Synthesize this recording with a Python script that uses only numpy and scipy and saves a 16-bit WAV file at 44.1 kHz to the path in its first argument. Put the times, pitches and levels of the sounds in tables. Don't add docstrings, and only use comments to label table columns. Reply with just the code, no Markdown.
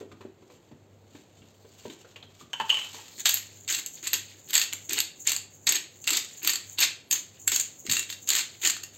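import sys
import numpy as np
from scipy import signal
from scipy.fft import rfft, irfft, next_fast_len
from scipy.io import wavfile
from scipy.ndimage import uniform_filter1d

SR = 44100
rng = np.random.default_rng(int(sys.argv[2]) if len(sys.argv) > 2 else 0)


def to_wav(sig):
    pcm = np.clip(np.atleast_2d(sig), -1, 1) * 32767
    pcm = np.round(pcm).astype(np.int16)
    wavfile.write(sys.argv[1], SR, pcm.T)


def gain_from_db(level_db):
    decades = np.asarray(level_db, float) / 20
    return 10 ** decades


N = 395577

# frequency in Hz, density in dB per Hz.
AIR_SPECTRUM = [(30, -39), (60, -6), (100, 3), (200, 1), (400, 0), (700, -5.5), (1200, -15), (3000, -20),
                (6000, -25), (16000, -44)]
# frequency in Hz, t60 in seconds.
KITCHEN_T60 = [(300, 0.41), (800, 0.28), (2000, 0.38), (5500, 0.32), (15000, 0.17)]
# time in seconds, rustle in dB, sliding corns in dB.
SHUFFLE = [(0.0, -58, -62), (0.08, -80, -75), (0.22, -74, -81), (0.36, -81.5, -82), (0.52, -68, -73),
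           (0.7, -77.5, -86), (0.98, -83, -64), (1.18, -64.5, -68), (1.32, -73.5, -68), (1.48, -65.5, -68),
           (1.58, -76, -55), (1.88, -55.5, -48), (2.0, -67, -78), (2.2, -68.5, -67), (2.33, -71, -72),
           (2.41, -59, -48), (2.49, -72, -75), (2.64, -56.5, -58), (2.71, -49, -39), (2.92, -51.5, -62),
           (3.13, -56.5, -41), (3.19, -80, -35)]
# frequency in Hz, density in dB per Hz.
CLOTH_SPECTRUM = [(60, -51), (300, -24), (800, 3), (1500, -1.5), (3000, 7.5), (6000, 5.5), (16000, -18)]
# frequency in Hz, density in dB per Hz.
SLIDE_SPECTRUM = [(2000, -37), (3200, -4), (4300, 6.5), (6600, -2), (9000, -6), (13000, -15), (16000, -8)]
# start in seconds, level in dB, hollow pitch in Hz, t60 in seconds,
# clack in dB above that level, clack pitch in Hz.
KNOCKS = [(0.009, -36.5, 413, 0.19, -12.5, 1030), (0.115, -42.5, 344, 0.073, -3, 1050),
          (0.207, -43, 390, 0.09, -1.5, 1010), (0.251, -35, 374, 0.049, -23, 1170),
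          (0.42, -49.5, 368, 0.13, -6, 834), (0.498, -55.5, 498, 0.36, 4, 970),
          (0.713, -44, 318, 0.06, -9, 726), (1.149, -42.5, 299, 0.071, -4.5, 770),
          (1.419, -52, 300, 0.064, -6, 2800), (1.647, -44.5, 442, 0.064, -11, 820),
          (1.853, -31, 423, 0.065, -11, 810), (1.899, -41, 327, 0.067, -4.5, 2970),
          (2.046, -52, 508, 0.13, 2.5, 1270), (2.159, -56, 256, 0.046, 14.5, 2680),
          (2.226, -64.5, 453, 0.064, 18.5, 3250), (2.409, -51.5, 360, 0.09, 3, 1100),
          (2.606, -45, 409, 0.1, 13, 1180), (2.941, -54, 450, 0.19, 9.5, 860)]
# start in seconds, level in dB.
THUDS = [(0.117, -52), (0.71, -46.5), (0.949, -56), (1.399, -50), (1.851, -45), (2.229, -61), (2.419, -50),
         (2.6, -48.5), (7.877, -40.5)]
# start in seconds, level in dB.
JOLTS = [(2.699, -61), (4.553, -56), (5.674, -49), (6.075, -50), (7.11, -56), (7.888, -48)]
# start in seconds, level in dB, gain of the modes below 2 kHz in dB.
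CAP_HITS = [(2.5323, -19.5, -14), (2.5997, -22, 0), (2.6942, -17.5, -37), (2.6999, -12.5, -28),
            (2.715, -32, -13), (2.7248, -27, -10), (2.7436, -18.5, -25), (2.7708, -21.5, -16.5),
            (2.788, -23, -35), (2.8144, -25.5, -25), (2.8481, -31, -22), (2.987, -44, -3)]
# frequency in Hz, level in dB, t60 in seconds.
CAP_MODES = [(904, 2, 0.041), (1000, -14, 0.063), (1095, 0, 0.041), (1500, -10, .025), (1705, 3.5, 0.011),
             (2650, -9.5, 0.024), (2830, -8, 0.034), (3055, -2.5, 0.048), (2963, -1, 0.033),
             (3090, -8.5, 0.042), (3240, -31, .08), (4840, -32, 0.073), (6490, -22, 0.044),
             (7950, -31, 0.092)]
# start in seconds,
# length in seconds, crumbling at the start in dB, at the end in dB, burr rasp in dB, body thrum in dB.
PUSHES = [(3.181, 0.025, -45, -40.5, -32.5, -62), (3.258, 0.013, -18, -24, -31, -66),
          (3.283, 0.097, -36, -35, -31.5, -66), (3.684, 0.11, -31, -30.5, -30.5, -60.5),
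          (3.862, 0.012, -41, -43, -32.5, -66), (4.029, 0.045, -41, -32.5, -36.5, -61),
          (4.134, 0.021, -30, -28, -25, -46.5), (4.476, 0.033, -51, -39.5, -41.5, -62.5),
          (4.533, 0.095, -24, -34, -29, -62), (4.728, 0.0082, -29, -51, -41, -57),
          (4.893, 0.092, -37, -33.5, -37, -51.5), (5.25, 0.012, -50, -45, -44, -74),
          (5.271, 0.079, -27, -38, -32, -62), (5.672, 0.094, -23, -31.5, -36, -55.5),
          (6.046, 0.01, -46, -48, -45, -81), (6.072, 0.11, -33.5, -28, -34, -53),
          (6.414, 0.011, -53, -40, -44, -68), (6.432, 0.092, -34, -30.5, -30.5, -52),
          (6.774, 0.0093, -54, -36, -46, -64), (6.786, 0.067, -25, -34, -41, -53.5),
          (7.110, .06, -36, -32, -28, -61), (7.479, 0.02, -25.5, -39, -36, -57.5),
          (7.517, 0.059, -25.5, -32, -26.5, -54.5), (7.594, 0.013, -37, -39.5, -28.5, -64),
          (7.853, 0.025, -44, -39, -40, -53.5), (7.895, 0.11, -29.5, -38.5, -29.5, -56),
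          (8.093, 0.046, -38.5, -45.5, -45, -68), (8.283, 0.13, -30, -33.5, -31.5, -55.5),
          (8.616, 0.016, -49, -39, -39, -73), (8.636, 0.065, -35, -30, -29.5, -49.5),
          (8.744, 0.041, -46, -50, -59, -66), (8.835, 0.0073, -37, -56, -33.5, -62)]
# loudest moment in seconds, rasp in dB.
RETURNS = [(3.605, -44.5), (3.959, -41), (4.399, -46), (4.46, -47), (4.86, -42.5), (5.215, -41.5),
           (5.55, -50.5), (5.64, -49), (6.004, -43), (6.345, -45), (6.398, -39), (6.717, -41), (7.05, -67),
           (7.411, -42.5), (7.80, -43), (8.23, -43), (8.60, -48), (8.96, -46.5)]
# start in seconds, snap in dB,
# then dull part, sharp part and brightest part, each in dB above the snap.
CRACKS = [(3.1966, -32, -24, 6, -7), (3.2554, -16, -21, 4, -6), (3.2678, -20.5, -5, -10, -6.5),
          (3.2918, -11.5, -6, -15, -5.5), (3.3254, -33, -15, 2, -9), (3.3417, -19.5, -20, -1, 5),
          (3.3716, -23, -4.5, -13, -23), (3.678, -26.5, -6.5, -15, -15), (3.725, -20, -15, 7, -8),
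          (3.7416, -18, -21, -9, -20), (3.7469, -17, -15, -12, -21), (3.7884, -28, -19, -5, -12),
          (3.8617, -28, -32, 12, 0), (4.0712, -21, -8, 9, -19), (4.0756, -24, -12, 11, -9),
          (4.1317, -14.5, -3, -1, -2), (4.139, -14, -12, 5, -13), (4.4877, -38, -18, -2, -4),
          (4.4974, -36, -6, 4, -5), (4.5064, -28.5, -8, 7.5, -1), (4.5315, -18.5, -16, -4, -10),
          (4.5397, -23, -16, 5, 0), (4.5531, -11, -12, 3, -11), (4.566, -14, -11, -11, -15),
          (4.5782, -12.5, -11, -8, -12), (4.597, -16, -10, -6, -16), (4.6149, -12.5, -12, -15, -28),
          (4.6248, -23, -9, -4, -14), (4.637, -20, -14, -3, -17), (4.7335, -26.5, -1.5, 11.5, -7),
          (4.8949, -32, -17, 20, -25), (4.9077, -25, -10, -1, -9), (4.9322, -18.5, -9, 8.5, -5),
          (4.9801, -24, 4.5, 2, -16), (4.9883, -22, -2, 13, -8), (5.003, -14.5, -27, 1, -7),
          (5.2733, -20.5, -10, 16, -11), (5.293, -15.5, -31, 4, -13), (5.3183, -15.5, -12, 7, -9),
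          (5.3329, -23, -15, 0, -15), (5.3638, -19, -14, 5.5, -12), (5.669, -13.5, -26, -8, -14),
          (5.6744, -29, -23, -10, -17), (5.691, -11, -16, -7, -16), (5.7227, -12, -7, -15, -9),
          (5.7557, -15, -16, -9, -12), (6.0416, -34, -16, 8, -10), (6.0755, -9.5, -40, -22, -29),
          (6.105, -12.5, -13, -8, -10), (6.1318, -14.5, -16, -13, -18), (6.1702, -12.5, -17, -6, -14),
          (6.2468, -29, -17, -5, -21), (6.43, -34, -16, -9, 7), (6.447, -19, -5, -5, -6),
          (6.4743, -11.5, -9, 6, -3), (6.4945, -10.5, -19, -12, -17), (6.5016, -16, -10, -8, -12),
          (6.534, -17, -9, -9, -19), (6.5567, -17, -19, 1, -24), (6.7903, -15.5, -13, -9, -12),
          (6.8042, -13, -23, -10, -5), (6.822, -19, -29, -12, -12), (6.8385, -14, -8, -11, -18),
          (6.846, -26, -11, -2, -11), (7.1109, -15, -18, 4.5, -4.5), (7.1274, -17, -22, -4, -7),
          (7.4768, -10.5, -10.5, -6, -8), (7.5186, -20, -18, 6, -4), (7.5606, -12, -22, -12, -20),
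          (7.5734, -32, -23, -2, -17), (7.5981, -18, -12, 12, -18), (7.8658, -34, 3, 15, -6),
          (7.8967, -14.5, -16, -15, -43), (7.9138, -14, -24, -5, -9), (7.9208, -17.5, -14, 11, -21),
          (7.9338, -21, -1, 0, -9), (7.9678, -11.5, -12.5, -3, -29), (7.9941, -20.5, -6.5, 10, -4.5),
          (8.0279, -24, -16, -6, -25), (8.101, -23.5, -8, -11, -25), (8.126, -24, -11, -12, -14),
          (8.2744, -26, -29, -1, -14), (8.2894, -16, -15, 10.5, -8), (8.303, -13, -8, 7, -10.5),
          (8.3338, -18, -9, -2, -10), (8.3514, -11, -16, -18, -17), (8.3627, -18, -4, 1, -7),
          (8.3924, -20.5, -3, 7, -9), (8.6358, -24.5, -24, -8, -21), (8.6502, -32, -6, 21, -4),
          (8.6729, -11, -14, 1, -20), (8.6987, -12.5, -10.5, -10, -27), (8.7661, -29, -2, -6, -20),
          (8.8354, -26.5, -33, 1, -9)]
# frequency in Hz, level in dB, t60 in seconds.
SHELL_MODES = [(1853, -15, 0.065), (2340, -39, 0.025), (2750, -7.5, 0.062), (3830, -5, 0.02),
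               (4496, 0, 0.02), (6580, -3, 0.032), (7670, -1, 0.024)]
# frequency in Hz, density in dB per Hz.
CRUMBLE_SPECTRUM = [(400, -48.5), (700, -32.5), (1300, -23), (1900, -10.5), (3000, -5.5), (4500, 0),
                    (7000, -6), (11000, -7), (16000, -29)]
# frequency in Hz, density in dB per Hz.
RASP_SPECTRUM = [(4000, -54.5), (5500, -8), (6600, 9.5), (7600, 0.5), (9000, -19), (13000, -14.5),
                 (16000, -7.5)]
STEP_EDGES_HZ = [4750, 6120, 6870, 7650, 8520, 11600, 15850]
STEP_GAINS_DB = [0.5, -4.5, 4, 8, 3, -14.5, 7.5, -38]

HUM_HZ, HUM_DB, SECOND_MOTOR_DB = 99.3, -64, -0.5
BEAT_S, FAINTEST_AT_S = 0.652, 4.51
THUD_HZ = 139
GRIP_S = 0.007
STOP_DB_PER_S = 902
TRICKLE_DB, TRICKLE_DB_PER_S = -21.5, 47
CATCH_DB, CATCH_HZ = 3.5, 11.5
RETURN_RISE_DB_PER_S, RETURN_FALL_DB_PER_S = 208, 175
SMALL_CRACKS_PER_S, SMALL_CRACK_DB = 60, 0.5
SNAP_T60_S, SNAP_RISE_S = 0.0045, 0.0003
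SHARDS_BELOW_DB, SHARDS_T60_S = 10, 0.036


def rms_one(x):
    return x / np.sqrt(np.mean(x ** 2) + 1e-20)


def in_time(rows):
    s, *columns = np.transpose(rows)
    return [np.interp(np.arange(N) / SR, s, column) for column in columns]


def at_hz(points, hz):
    table_hz, values = np.transpose(points)
    return np.interp(np.log(np.maximum(hz, 1)), np.log(table_hz), values)


def coloured(x, spectrum):
    cepstrum = irfft(np.log(gain_from_db(at_hz(spectrum, np.linspace(0, SR / 2, 1025)))))
    cepstrum[1:1024] *= 2
    cepstrum[1025:] = 0
    response = irfft(np.exp(rfft(cepstrum)))
    return signal.fftconvolve(x, response / np.sqrt(np.sum(response ** 2)))[:N]


def band(x, low_hz, high_hz):
    return signal.sosfilt(signal.butter(2, [low_hz, high_hz], "band", fs=SR, output="sos"), x)


def drift(corner_hz):
    r = np.exp(-2 * np.pi * corner_hz / SR)
    noise = rng.standard_normal(N + SR)
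    return rms_one(signal.lfilter([1], [1, -2 * r, r * r], noise)[SR:])


def ring(clicks, hz, t60):
    r, w = gain_from_db(-60 / (t60 * SR)), 2 * np.pi * hz / SR
    return signal.lfilter([0, np.sin(w)], [1, -2 * r * np.cos(w), r * r], clicks + 1e-18)


def clicks_at(times, levels_db):
    clicks = np.zeros(N)
    np.add.at(clicks, np.round(np.asarray(times) * SR).astype(int), gain_from_db(levels_db))
    return clicks


def bursts(clicks, t60, rise_s=0.00021):
    dying = signal.lfilter([1], [1, -gain_from_db(-60 / (t60 * SR))], np.abs(clicks) + 1e-18)
    r = np.exp(-1 / (rise_s * SR))
    return signal.lfilter([1 - r], [1, -r], dying) * rng.choice([-1, 1], N)


def grains(per_s, spread_db, t60):
    sizes = gain_from_db(spread_db * np.minimum(rng.exponential(1, N), 5))
    born = rng.random(N) < per_s * gain_from_db(3.0 * drift(25)) / SR
    return rms_one(bursts(sizes * born, t60))


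def crumbs(per_s, spread_db, cycles):
    sizes = gain_from_db(spread_db * np.minimum(rng.exponential(1, N), 3.5)) * rng.choice([-1, 1], N)
    born = rng.random(N) < per_s * gain_from_db(3.0 * drift(30)) / SR
    pitches = np.geomspace(500, 15000, num=20)
    dealt = rng.integers(0, 20, N)
    return rms_one(sum(ring(sizes * born * (dealt == k), hz, cycles / hz) for k, hz in enumerate(pitches)))


def background():
    t = np.arange(N) / SR
    beat = np.pi * (t - FAINTEST_AT_S) / BEAT_S
    first = np.sin(2 * np.pi * HUM_HZ * t + beat)
    second = gain_from_db(SECOND_MOTOR_DB) * np.sin(2 * np.pi * HUM_HZ * t - beat)
    hum = gain_from_db(HUM_DB + 2.9 * drift(3.3)) * (first - second)
    air = gain_from_db(-60.5 + 0.13 * drift(5.6)) * coloured(rng.standard_normal(N), AIR_SPECTRUM)
    third_harmonic = gain_from_db(-74.0 + 3.0 * drift(1.5)) * np.sin(2 * np.pi * 150 * t)
    return air + third_harmonic + hum


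def kitchen(x):
    t, out, places = np.arange(SR // 2) / SR, 0, 8
    twisting_s = np.maximum(np.arange(N) / SR - PUSHES[0][0], 0)
    where = np.floor(twisting_s / 0.02 % places)
    for place in range(places):
        tail = 0
        for low_hz in 125 * 2. ** np.arange(7):
            noise = band(rng.standard_normal(len(t)), low_hz, 2 * low_hz)
            tail = tail + noise * gain_from_db(-60 * t / at_hz(KITCHEN_T60, low_hz * np.sqrt(2)))
        tail *= np.clip((t - 0.003) / 0.0009, 0, 1)
        tail /= np.sqrt(np.sum(tail ** 2))
        out = out + signal.oaconvolve(x * (where == place), tail)[:N]
    return out


def shuffle():
    rustle_db, slide_db = in_time(SHUFFLE)
    fetching = np.arange(N) < SHUFFLE[-1][0] * SR
    rustle = gain_from_db(rustle_db + 2.0) * coloured(grains(2600, 3.3, 0.0078), CLOTH_SPECTRUM)
    slide = gain_from_db(slide_db - 15.5) * coloured(grains(3000, 2.5, 0.01), SLIDE_SPECTRUM)
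    return fetching * (rustle + slide)


def knocks():
    out, rough = np.zeros(N), rng.standard_normal(N)
    t = np.arange(SR // 4) / SR
    for s, db, hz, t60, clack_db, clack_hz in KNOCKS:
        start = round(s * SR)
        span = slice(start, start + len(t))
        contact = rough[span] * gain_from_db(-60 * t / 0.051)
        clack = gain_from_db(clack_db + 15.5) * band(contact, 0.92 * clack_hz, 1.21 * clack_hz)
        hollow = np.sin(2 * np.pi * hz * t) + 6.5 * band(rough[span], 0.65 * hz, 1.15 * hz)
        out[span] += gain_from_db(db) * (hollow * gain_from_db(-60 * t / t60) + clack)
    s, level_db, _, _, clack_db, _ = np.transpose(KNOCKS)
    scuff = bursts(clicks_at(s, level_db + clack_db + 8.0), 0.041, 0.0048)
    return band(out, 130, 8500) + band(scuff, 270, 3600)


def thuds():
    out = np.zeros(N)
    for s, db in THUDS:
        thud = band(bursts(clicks_at([s], [db + 22.0]), 0.14, 0.0088), 0.5 * THUD_HZ, 1.8 * THUD_HZ)
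        out += band(thud, 70, 600)
    s, jolt_db = np.transpose(JOLTS)
    return out + band(clicks_at(s, jolt_db + 47.0), 14.8, 200)


def cap():
    s, level_db, low_db = np.transpose(CAP_HITS)
    chance, modes = rng.normal(0, 1.65, (len(s), len(CAP_MODES))), 0
    for k, (hz, mode_db, t60) in enumerate(CAP_MODES):
        blow = clicks_at(s, level_db + mode_db + low_db * (hz < 2000) + chance[:, k])
        modes = modes + ring(gain_from_db(-13.0) * blow + gain_from_db(-25.5) * bursts(blow, 0.053), hz, t60)
    rattle = coloured(bursts(clicks_at(s, level_db - 22.0), 0.034, 0.0023), CLOTH_SPECTRUM)
    contact = coloured(bursts(clicks_at(s, level_db - 11.0), 0.0074), CLOTH_SPECTRUM)
    return band(modes, 450, 12000) + rattle + contact


def push_level(start_db, end_db):
    t, level = np.arange(N) / SR, np.full(N, -120.)
    for (s, length, *_), first, last in zip(PUSHES, start_db, end_db):
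        span = slice(int((s - 0.05) * SR), int((s + 1) * SR))
        since, after = t[span] - s, np.maximum(t[span] - s - length, 0)
        held = first + (last - first) * np.clip(since / length, 0, 1)
        grip = np.minimum(since, 0) * 30 / GRIP_S
        tail = np.maximum(-STOP_DB_PER_S * after, TRICKLE_DB - TRICKLE_DB_PER_S * after)
        level[span] = np.maximum(level[span], held + grip + tail)
    return level


def return_level():
    t = np.arange(N) / SR
    slopes = [db + np.minimum(RETURN_RISE_DB_PER_S * (t - s), RETURN_FALL_DB_PER_S * (s - t))
              for s, db in RETURNS]
    return np.max(slopes, axis=0)


def cracks(crumble_db):
    s, snap_db, dull_db, sharp_db, bright_db = np.transpose(CRACKS)
    small_db = crumble_db + SMALL_CRACK_DB + 2.6 * rng.standard_normal(N)
    small = (rng.random(N) < SMALL_CRACKS_PER_S / SR) * gain_from_db(small_db)
    snap_clicks = gain_from_db(5.5) * (clicks_at(s, snap_db) + small)
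    dull_clicks = clicks_at(s, snap_db + dull_db + 12.5) + gain_from_db(-3.0) * small
    sharp_clicks = clicks_at(s, snap_db + sharp_db + 3.0) + gain_from_db(4.0) * small
    bright_clicks = clicks_at(s, snap_db + bright_db + 4.5) + gain_from_db(-8.5) * small
    snap = band(bursts(snap_clicks, SNAP_T60_S, SNAP_RISE_S), 2900, 5140)
    dull = band(bursts(dull_clicks, 0.0056, 0.0012), 1210, 4600)
    sharp = band(bursts(sharp_clicks, 0.0041, 0.00042), 6000, 8670)
    bright = band(bursts(bright_clicks, 0.0077, 0.00044), 11400, 14300)
    falling = bursts(clicks_at(s, snap_db - SHARDS_BELOW_DB), SHARDS_T60_S, 0.0011)
    shards = coloured(falling * np.abs(crumbs(3000, 2.75, 5.7)), CRUMBLE_SPECTRUM)
    chance = 6.2 * rng.standard_normal((len(s), len(SHELL_MODES)))
    shell = sum(ring(clicks_at(s, snap_db + db - 15.5 + chance[:, k]), hz, t60)
                for k, (hz, db, t60) in enumerate(SHELL_MODES))
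    return snap + dull + sharp + bright + shards + band(shell, 980, 14600)


def mill():
    _, _, first_db, last_db, rasp_db, thrum_db = np.transpose(PUSHES)
    catch_db = CATCH_DB * drift(CATCH_HZ)
    crumble_db = push_level(first_db, last_db) + catch_db
    crumble = gain_from_db(crumble_db - 2.0) * rms_one(coloured(crumbs(3500, 3.7, 12.0), CRUMBLE_SPECTRUM))
    burr_db = np.maximum(push_level(rasp_db, rasp_db) + catch_db, return_level())
    rasp = gain_from_db(burr_db - 9.0) * coloured(grains(2500, 3.8, 0.0066), RASP_SPECTRUM)
    body_air = rms_one(band(rng.standard_normal(N), 289, 389))
    thrum = gain_from_db(push_level(thrum_db, thrum_db) + 3.9 * drift(19.6)) * body_air
    return crumble + rasp + thrum + cracks(crumble_db)


def scene():
    near = shuffle() + knocks() + thuds() + cap() + mill()
    return (near + gain_from_db(-7.5) * kitchen(near) + background())[None]


def roll_off(x):
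    return signal.sosfilt(signal.butter(12, 16800, fs=SR, output="sos"), x)


def record(dry):
    size = next_fast_len(N)
    step = np.searchsorted(STEP_EDGES_HZ, np.arange(size // 2 + 1) * SR / size)
    gain_db = uniform_filter1d(np.array(STEP_GAINS_DB, float)[step], size=600)
    mix = irfft(rfft(dry, size) * gain_from_db(gain_db), size)[:, :N]
    return roll_off(mix)


dry = scene()
out = record(dry)
to_wav(out)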